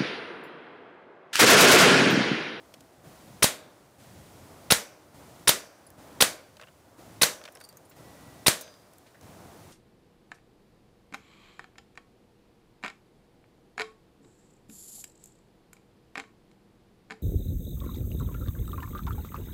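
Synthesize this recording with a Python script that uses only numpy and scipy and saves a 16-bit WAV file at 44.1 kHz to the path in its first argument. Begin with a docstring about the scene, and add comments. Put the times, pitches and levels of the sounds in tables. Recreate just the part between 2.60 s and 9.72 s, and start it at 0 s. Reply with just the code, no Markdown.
"""A fenced yard, one camera microphone near a spring air gun; distant traffic and rumble under its hiss. From
0.8 s, six shots: the spring rattles, the muzzle pops, the piston rings, then the pellet cracks a brittle
plastic target on a box and thuds into a tarpaulin, and the fences answer. A couple of splinters click before
the first shot; more splinters and spent pellets land afterwards; after the last shot a ricochet rings a metal
fitting. The background sinks at every shot and later steps back up."""
import sys
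import numpy as np
from scipy import signal
from scipy.fft import rfft, irfft, next_fast_len
from scipy.io import wavfile
from scipy.ndimage import uniform_filter1d, map_coordinates

SR = 44100
rng = np.random.default_rng(int(sys.argv[2]) if len(sys.argv) > 2 else 0)


def generate_wav(signal):
    """Clip the signal to [-1, 1] and save it as 16-bit WAV at the path in sys.argv[1]."""
    frames = np.transpose(np.atleast_2d(signal))
    scaled = np.clip(frames, -1, 1) * 32767
    pcm = np.round(scaled).astype(np.int16)
    wavfile.write(sys.argv[1], SR, pcm)


N = 313992

# shots: pop t/s, gun level/dB, crack level/dB, crack f/Hz, slap level/dB, boom level/dB,
# target-to-tarpaulin t/s, thud level/dB
SHOTS = [(0.8292, 2, -5.5, 4500, -7, -24.5, 0.0028, 0), (2.1090, 2, -2.5, 3930, -7.5, -19.5, 0.003, -2.5),
         (2.8792, 2, -0.5, 3750, -17, -28.5, 0.0026, -12), (3.6100, 1.5, -1.5, 3400, -21, -39, 0.003, -1.5),
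         (4.6195, 0.5, -2.5, 4340, -22.5, -33.5, 0.0034, -10.5),
         (5.8685, 1.5, -4.5, 4200, -11, -17, 0.0015, -8.5)]
# spring and barrel while the piston runs, and the spring twanging on: f/Hz, width/Hz, level/dB
SPRING_MODES = [(600, 1900, -6.5), (1508, 470, -1), (1880, 210, -4), (2630, 450, -2.5), (3770, 210, 0),
                (5300, 970, -7.5), (14600, 2500, -19)]
TWANG_MODES = [(2250, 400, 0), (3700, 500, -2), (4600, 300, 0), (5900, 700, -2)]
# paths to the microphone of the pop and of the piston's ring: delay/s, level/dB
POP_PATHS = [(0, -2), (.00197, -9)]
PISTON_PATHS = [(.00348, -2), (.00415, -10), (.0055, -11)]
# fence and box boards: f/Hz, width/Hz, level/dB
BOARD_MODES = [(481.5, 68, -3), (621.4, 74, 0.5), (1055, 130, -9.5), (1580, 290, -9)]
YARD_DECAY = [(60, .15), (250, 0.39), (700, 0.33), (1840, 0.23), (4850, 0.25), (12800, 0.28)]  # the yard's echo: f/Hz, t60/s
YARD_COLOUR = [(24, -65.5), (40, -38), (148, -8.5), (222, -2.5), (608, -7), (933, -6.5), (1510, 2.5),
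               (2970, -0.5), (7560, -2.5), (15300, -15.5), (16500, -42.5)]  # its spectrum: f/Hz, level/dB
SPLINTERS = [(.1396, -39.5, 3220, 0.023), (0.206, -46.5, 4900, 0.023), (3.3028, -41, 11000, 0.0092),
             (3.9684, -43.5, 2970, 0.017), (3.996, -44.5, 1090, 0.029), (4.0128, -40.5, 2000, .02),
             (4.0234, -41, 1800, .015), (4.814, -42, 1800, 0.017), (4.8384, -39.5, 3500, 0.018),
             (4.8519, -36, 2560, 0.037), (4.877, -40.5, 1710, .02), (4.8852, -43, 2200, .02),
             (4.9214, -48, 12000, 0.031), (4.957, -44.5, 1600, 0.014), (4.9714, -43, 3500, 0.011),
             (5.0019, -46.5, 6000, 0.028), (5.010, -45, 1810, 0.027), (5.127, -43.5, 6000, .004),
             (5.31, -50, 2500, 0.09), (6.009, -32.5, 9450, 0.052), (6.078, -46, 2020, 0.019),
             (6.14, -48, 4000, .01), (6.3337, -51, 9100, 0.024), (6.383, -44.5, 9960, 0.011),
             (6.46, -51, 2500, 0.12), (6.6109, -47.5, 5000, 0.014)]  # splinters landing: t/s, level/dB, f/Hz, t60/s
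# hard chips bouncing: t/s, level/dB, t60/s, pitch f/Hz, tilt below the pitch/(dB/octave)
CHIP_BOUNCES = [(3.266, -48.5, 0.052, 10000, 8), (4.0337, -47, 0.041, 2810, 10),
                (4.0709, -51.5, 0.031, 2800, 10), (4.083, -50, 0.017, 2900, 10),
                (4.9511, -43.5, 0.031, 10800, -1), (5.1701, -45, 0.035, 13500, -3),
                (5.2513, -56, .04, 9710, 9.5), (5.2959, -51, .05, 14800, 3), (6.545, -57, 0.17, 1700, 12)]
CHIP_MODES = [(.49, -3.5), (.73, -6.5), (1.0, 0), (1.27, -15)]  # a chip's modes: f/pitch, level/dB
PELLET_BOUNCES = [(5.0126, -47.5, 2), (5.0389, -49.5, -5), (5.049, -49, 4), (5.0893, -46, 8)]  # a pellet on a steel part: t/s, level/dB, tilt/(dB/octave)
STEEL_MODES = [(4630, 2.5, 0.076), (7150, -14, .07), (8830, 1.5, 0.044), (9240, -11, 0.066),
               (12480, -10.5, 0.054)]  # that part: f/Hz, level/dB, t60/s
FITTING_MODES = [(3900, -8, .3), (4820, -8, 0.97), (5170, -10, 0.59), (5900, -9, .23), (6170, -5, 0.32),
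                 (6350, -1, 0.29)]  # the metal fitting: f/Hz, level/dB, t60/s
# spectra of distant rumble, distant traffic and the camera's hiss: f/Hz, level/dB
RUMBLE_SPECTRUM = [(12, -53.5), (20, -18), (86, 2.5), (140, 2), (209, -1), (330, -9), (430, -40),
                   (730, -120)]
TRAFFIC_SPECTRUM = [(160, -27.5), (280, 0.5), (412, -3.5), (682, -2.5), (733, -4), (1540, -12.5),
                    (2400, -23.5), (3120, -48), (5280, -120)]
HISS_SPECTRUM = [(1120, -33.5), (1900, 1.5), (2000, 0), (9460, -3.5), (14400, -8.5), (14900, -3.5),
                 (16000, -15.5)]
BACK_UP_TIMES = [.44, 1.39, 2.54, 3.38, 4.379, 5.359, 6.62]  # the background steps back up: t/s

FLIGHT_S = .0128  # muzzle to target
ECHO_GUN_DB, ECHO_HIT_DB, ECHO_BOARDS_DB = -22.5, -26, -39.5
RUMBLE_DB, TRAFFIC_DB, HISS_DB = -54.5, -54.5, -59.5  # before sinking
SINK_RUMBLE_DB, SINK_TRAFFIC_DB, SINK_HISS_DB, CREEP_DB_PER_S = -8.5, -3, -5, -4


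def air_gun(out, s, gun_db, usual_rattle):
    """Near the microphone: the sear lets go, the spring rattles, the muzzle pops, the piston rings."""
    sear = burst([(2500, 4000, 0)], t60=.05, attack=.003, steep=True)
    add(out, s - .008, amp(gun_db - 38) * sear)
    rattle = .67 * usual_rattle + .8 * burst(SPRING_MODES, t60=.062, attack=.0008)
    add(out, s - .0053, amp(gun_db - 16.5) * rattle)
    for delay, db in POP_PATHS:
        add(out, s + delay - .00005, amp(gun_db + db) * spike())
    piston = ring(9600, t60=.0028, attack=.00015) + amp(-9) * ring(5600, t60=.003)
    for delay, db in PISTON_PATHS:
        add(out, s + delay, -amp(gun_db + db + 5) * piston)
    barrel_air = burst([(9000, 2100, 0)], t60=.15, attack=.0042)
    add(out, s - .004, amp(gun_db - 18.5) * barrel_air)


def spring_twang():
    """The spring rings on, its modes balanced differently each shot."""
    twang = [(hz, width, db + rng.normal(0, 3.3)) for hz, width, db in TWANG_MODES]
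    return burst(twang, t60=.55, attack=.01, seconds=.6)


def pellet_impact(out, hit, crack_db, crack_hz, slap_db, boom_db, onward_s, thud_db):
    """Downrange: the plastic cracks and bends, its box booms and knocks, the tarpaulin thuds."""
    shards = [(crack_hz, 3000, 0), (8000, 2500, -1), (12800, 4000, -3)]
    add(out, hit, -amp(crack_db) * ring(crack_hz, t60=.005))
    add(out, hit, amp(crack_db - 3) * spike())  # first contact
    add(out, hit, amp(crack_db - 7.5) * burst(shards, t60=.017, attack=.0001))
    add(out, hit - .0003, -amp(slap_db) * ring(420, t60=.012, attack=.00042))  # the target bends back
    add(out, hit, amp(boom_db) * ring(125, t60=.035, attack=.00055))
    add(out, hit, amp(crack_db - 16) * burst(BOARD_MODES, t60=.03, attack=.0005))
    add(out, hit + onward_s, amp(crack_db - 12) * burst(shards, t60=.035, attack=.0001))
    add(out, hit + onward_s - .0002, amp(thud_db) * ring(650, t60=.0048, attack=.00026))


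def yard_echo(source=np.ones_like):
    """The fences answer a source of some colour; each frequency dies at its own speed."""
    hz, t, noise = signal.stft(rng.standard_normal(SR), SR, nperseg=256)
    colour = amp(along(YARD_COLOUR, hz)) * abs(source(hz))
    decay = amp(-60 * t / along(YARD_DECAY, hz)[:, None])
    tail = signal.istft(noise * colour[:, None] * decay, SR, nperseg=256)[1]
    onset = 1 - np.exp(-np.arange(len(tail)) / SR / .0019)
    return onset * tail / np.sqrt(np.mean(tail[:SR // 50] ** 2))


def box_knock(piece_hz, t60):
    """A falling piece knocks on the box; small, bright pieces knock less."""
    db = -.5 - 4.5 * np.log2(piece_hz / 1000)
    return amp(db) * burst(BOARD_MODES, t60, attack=.00083)


def splinters(out):
    """Each splinter lands with a click and a knock."""
    for s, db, hz, t60 in SPLINTERS:
        click = burst([(hz, 1.6 * hz, 0)], t60, attack=.0002 + t60 ** 2, steep=True)
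        add(out, s, amp(db) * (click + box_knock(hz, t60=.051)))


def chips(out):
    """Hard chips ring roughly, knock and click as they bounce."""
    for s, db, t60, hz, tilt in CHIP_BOUNCES:
        partials = [(k * hz, 220, mode_db + tilt * min(np.log2(k), 0)) for k, mode_db in CHIP_MODES]
        add(out, s, amp(db) * burst(partials, t60, attack=.0004))
        add(out, s, amp(db + 6) * box_knock(hz, t60=.059))
        add(out, s, amp(db - 8.5) * burst([(hz, .8 * hz, 0)], t60=.0092, attack=.00022))


def pellet_clinks(out):
    """A spent pellet bounces on a small steel part: ringing modes and a bright tick."""
    for s, db, tilt in PELLET_BOUNCES:
        for hz, mode_db, t60 in STEEL_MODES:
            gain = amp(db + mode_db + tilt * np.log2(hz / 8000) + rng.normal(0, 1.5))
            clink = .73 * ring(hz, t60, attack=.00062) + .36 * burst([(hz, 150, 0)], t60, attack=.0008)
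            add(out, s, gain * clink)
        add(out, s, amp(db + 4.5) * burst([(7970, 9000, 0)], t60=.012, attack=.0002))


def ricochet(out, s, db):
    """A ricochet strikes a metal fitting, loosely held, so each mode has a rough fringe."""
    for hz, mode_db, t60 in FITTING_MODES:
        tone = ring(hz, t60, attack=.015, seconds=.6)
        fringe = burst([(hz, 120, 0)], t60, attack=.015, seconds=.6, steep=True)
        add(out, s, amp(db + mode_db) * (tone + .6 * fringe))


def background():
    """Rumble, traffic and a brief thin tone in the distance; at the camera, its own hiss and whine."""
    t = np.arange(N) / SR
    down, seconds_down = sinking(t)
    creep_db = CREEP_DB_PER_S * seconds_down  # traffic and hiss go on sinking
    rumble_db = RUMBLE_DB + SINK_RUMBLE_DB * down
    traffic_db = TRAFFIC_DB + SINK_TRAFFIC_DB * down + creep_db
    hiss_db = HISS_DB + SINK_HISS_DB * down + creep_db
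    rumble = amp(rumble_db + 1.5 * wobble(13)) * steady_noise(RUMBLE_SPECTRUM)
    traffic = amp(traffic_db + 1.4 * wobble(4.1)) * steady_noise(TRAFFIC_SPECTRUM)
    whine = amp(-19 + 2.5 * wobble(40)) * np.sin(2 * np.pi * 14992 * t)
    camera = amp(hiss_db) * (steady_noise(HISS_SPECTRUM) + whine)
    tone_on = uniform_filter1d(1. * (t > 5.36) * (t < 5.85), size=SR // 100)
    far_tone = tone_on * amp(-66 + 2.5 * wobble(20)) * np.sin(2 * np.pi * 1954 * t)
    return rumble + traffic + camera + far_tone


def sinking(t):
    """Whether the background is down after a shot (0-1), and for how many seconds it has been."""
    down, since = np.zeros(N), np.zeros(N)
    starts = [-.15] + [shot[0] - .009 for shot in SHOTS]  # already down as the scene opens
    for start, end in zip(starts, BACK_UP_TIMES):
        inside = (t >= start) & (t < end)
        down += inside
        since += inside * (t - start)
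    return uniform_filter1d(down, size=SR // 50), uniform_filter1d(since, size=SR // 50)


def spike():
    """A short suction spike with one rebound, at peak 1."""
    pulse = -ring(3900, t60=.0008, attack=.00001)
    return pulse / abs(pulse).max()


def ring(hz, t60, attack=.00005, seconds=.25):
    """A damped sine."""
    t = np.arange(round(seconds * SR)) / SR
    return np.sin(2 * np.pi * hz * t) * amp(-60 * t / t60) * (1 - np.exp(-t / attack))


def burst(table, t60, attack, seconds=.25, steep=False):
    """Dying noise through resonances (twice if steep); the envelope alone sets its energy."""
    t = np.arange(round(seconds * SR)) / SR
    shape = amp(-60 * t / t60) * (1 - np.exp(-t / attack))
    noise = filtered(rng.standard_normal(len(t)), lambda f: modes(table, f) ** (1 + steep))
    return unit(noise * shape) * np.sqrt(np.mean(shape ** 2))


def modes(table, f):
    """Causal response at f of resonances: f/Hz, width/Hz, level/dB."""
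    return sum((-1) ** k * amp(db) * 1j * f * width / (hz * hz - f * f + 1j * f * width)
               for k, (hz, width, db) in enumerate(table))


def steady_noise(spectrum):
    """Coloured noise at rms 1."""
    return unit(filtered(rng.standard_normal(N), lambda hz: amp(along(spectrum, hz))))


def wobble(rate):
    """A smooth random curve, rate knots a second."""
    return map_coordinates(rng.standard_normal(int(N * rate / SR) + 4), [np.arange(N) * rate / SR])


def filtered(x, response):
    """x through a complex frequency response."""
    size = next_fast_len(len(x) + 8192)
    return irfft(rfft(x, size) * response(np.fft.rfftfreq(size, 1 / SR)), size)[:len(x)]


def along(points, hz):
    """Interpolates (f/Hz, value) points on a log axis."""
    f, values = np.transpose(points)
    return np.interp(np.log(hz + 1), np.log(f + 1), values)


def amp(db):
    """Gain of a level in dB."""
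    return 10 ** (np.asarray(db) / 20)


def unit(x):
    """x at rms 1."""
    return x / np.sqrt(np.mean(x ** 2) + 1e-20)


def add(track, s, x):
    """Mixes x into the track from time s."""
    part = track[round(s * SR):][:len(x)]
    part += x[:len(part)]


def scene():
    """The yard from the one microphone: shots, their echoes, debris and background."""
    out = np.zeros(N)
    usual_rattle = burst(SPRING_MODES, t60=.051, attack=.00051)  # much alike every shot
    for s, gun_db, *impact in SHOTS:
        hit = s + FLIGHT_S
        air_gun(out, s, gun_db, usual_rattle)
        pellet_impact(out, hit, *impact)
        add(out, s, amp(gun_db - 41) * spring_twang())
        add(out, s, amp(ECHO_GUN_DB) * yard_echo(lambda f: 1.3 + modes(SPRING_MODES, f)))
        add(out, hit, amp(ECHO_HIT_DB) * yard_echo())
        add(out, hit, amp(ECHO_BOARDS_DB) * burst(BOARD_MODES, t60=.66, attack=.01, seconds=.6))
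    splinters(out)
    chips(out)
    pellet_clinks(out)
    ricochet(out, s=6.012, db=-51.5)
    return (out + background())[None]


def record(dry):
    """The microphone drops deep bass, the input rounds off peaks, top treble fades to a band limit."""
    heard = filtered(dry[0], lambda hz: (1j * hz / (30 + 1j * hz)) ** 2)
    rounded = heard / (1 + abs(heard / 1.05) ** 8) ** (1 / 8)
    treble_fade = lambda hz: amp(np.interp(hz, [15600, 16000], [0, -22])) * (hz < 16672)
    return filtered(rounded, treble_fade)[None]


dry = scene()
out = record(dry)
generate_wav(out)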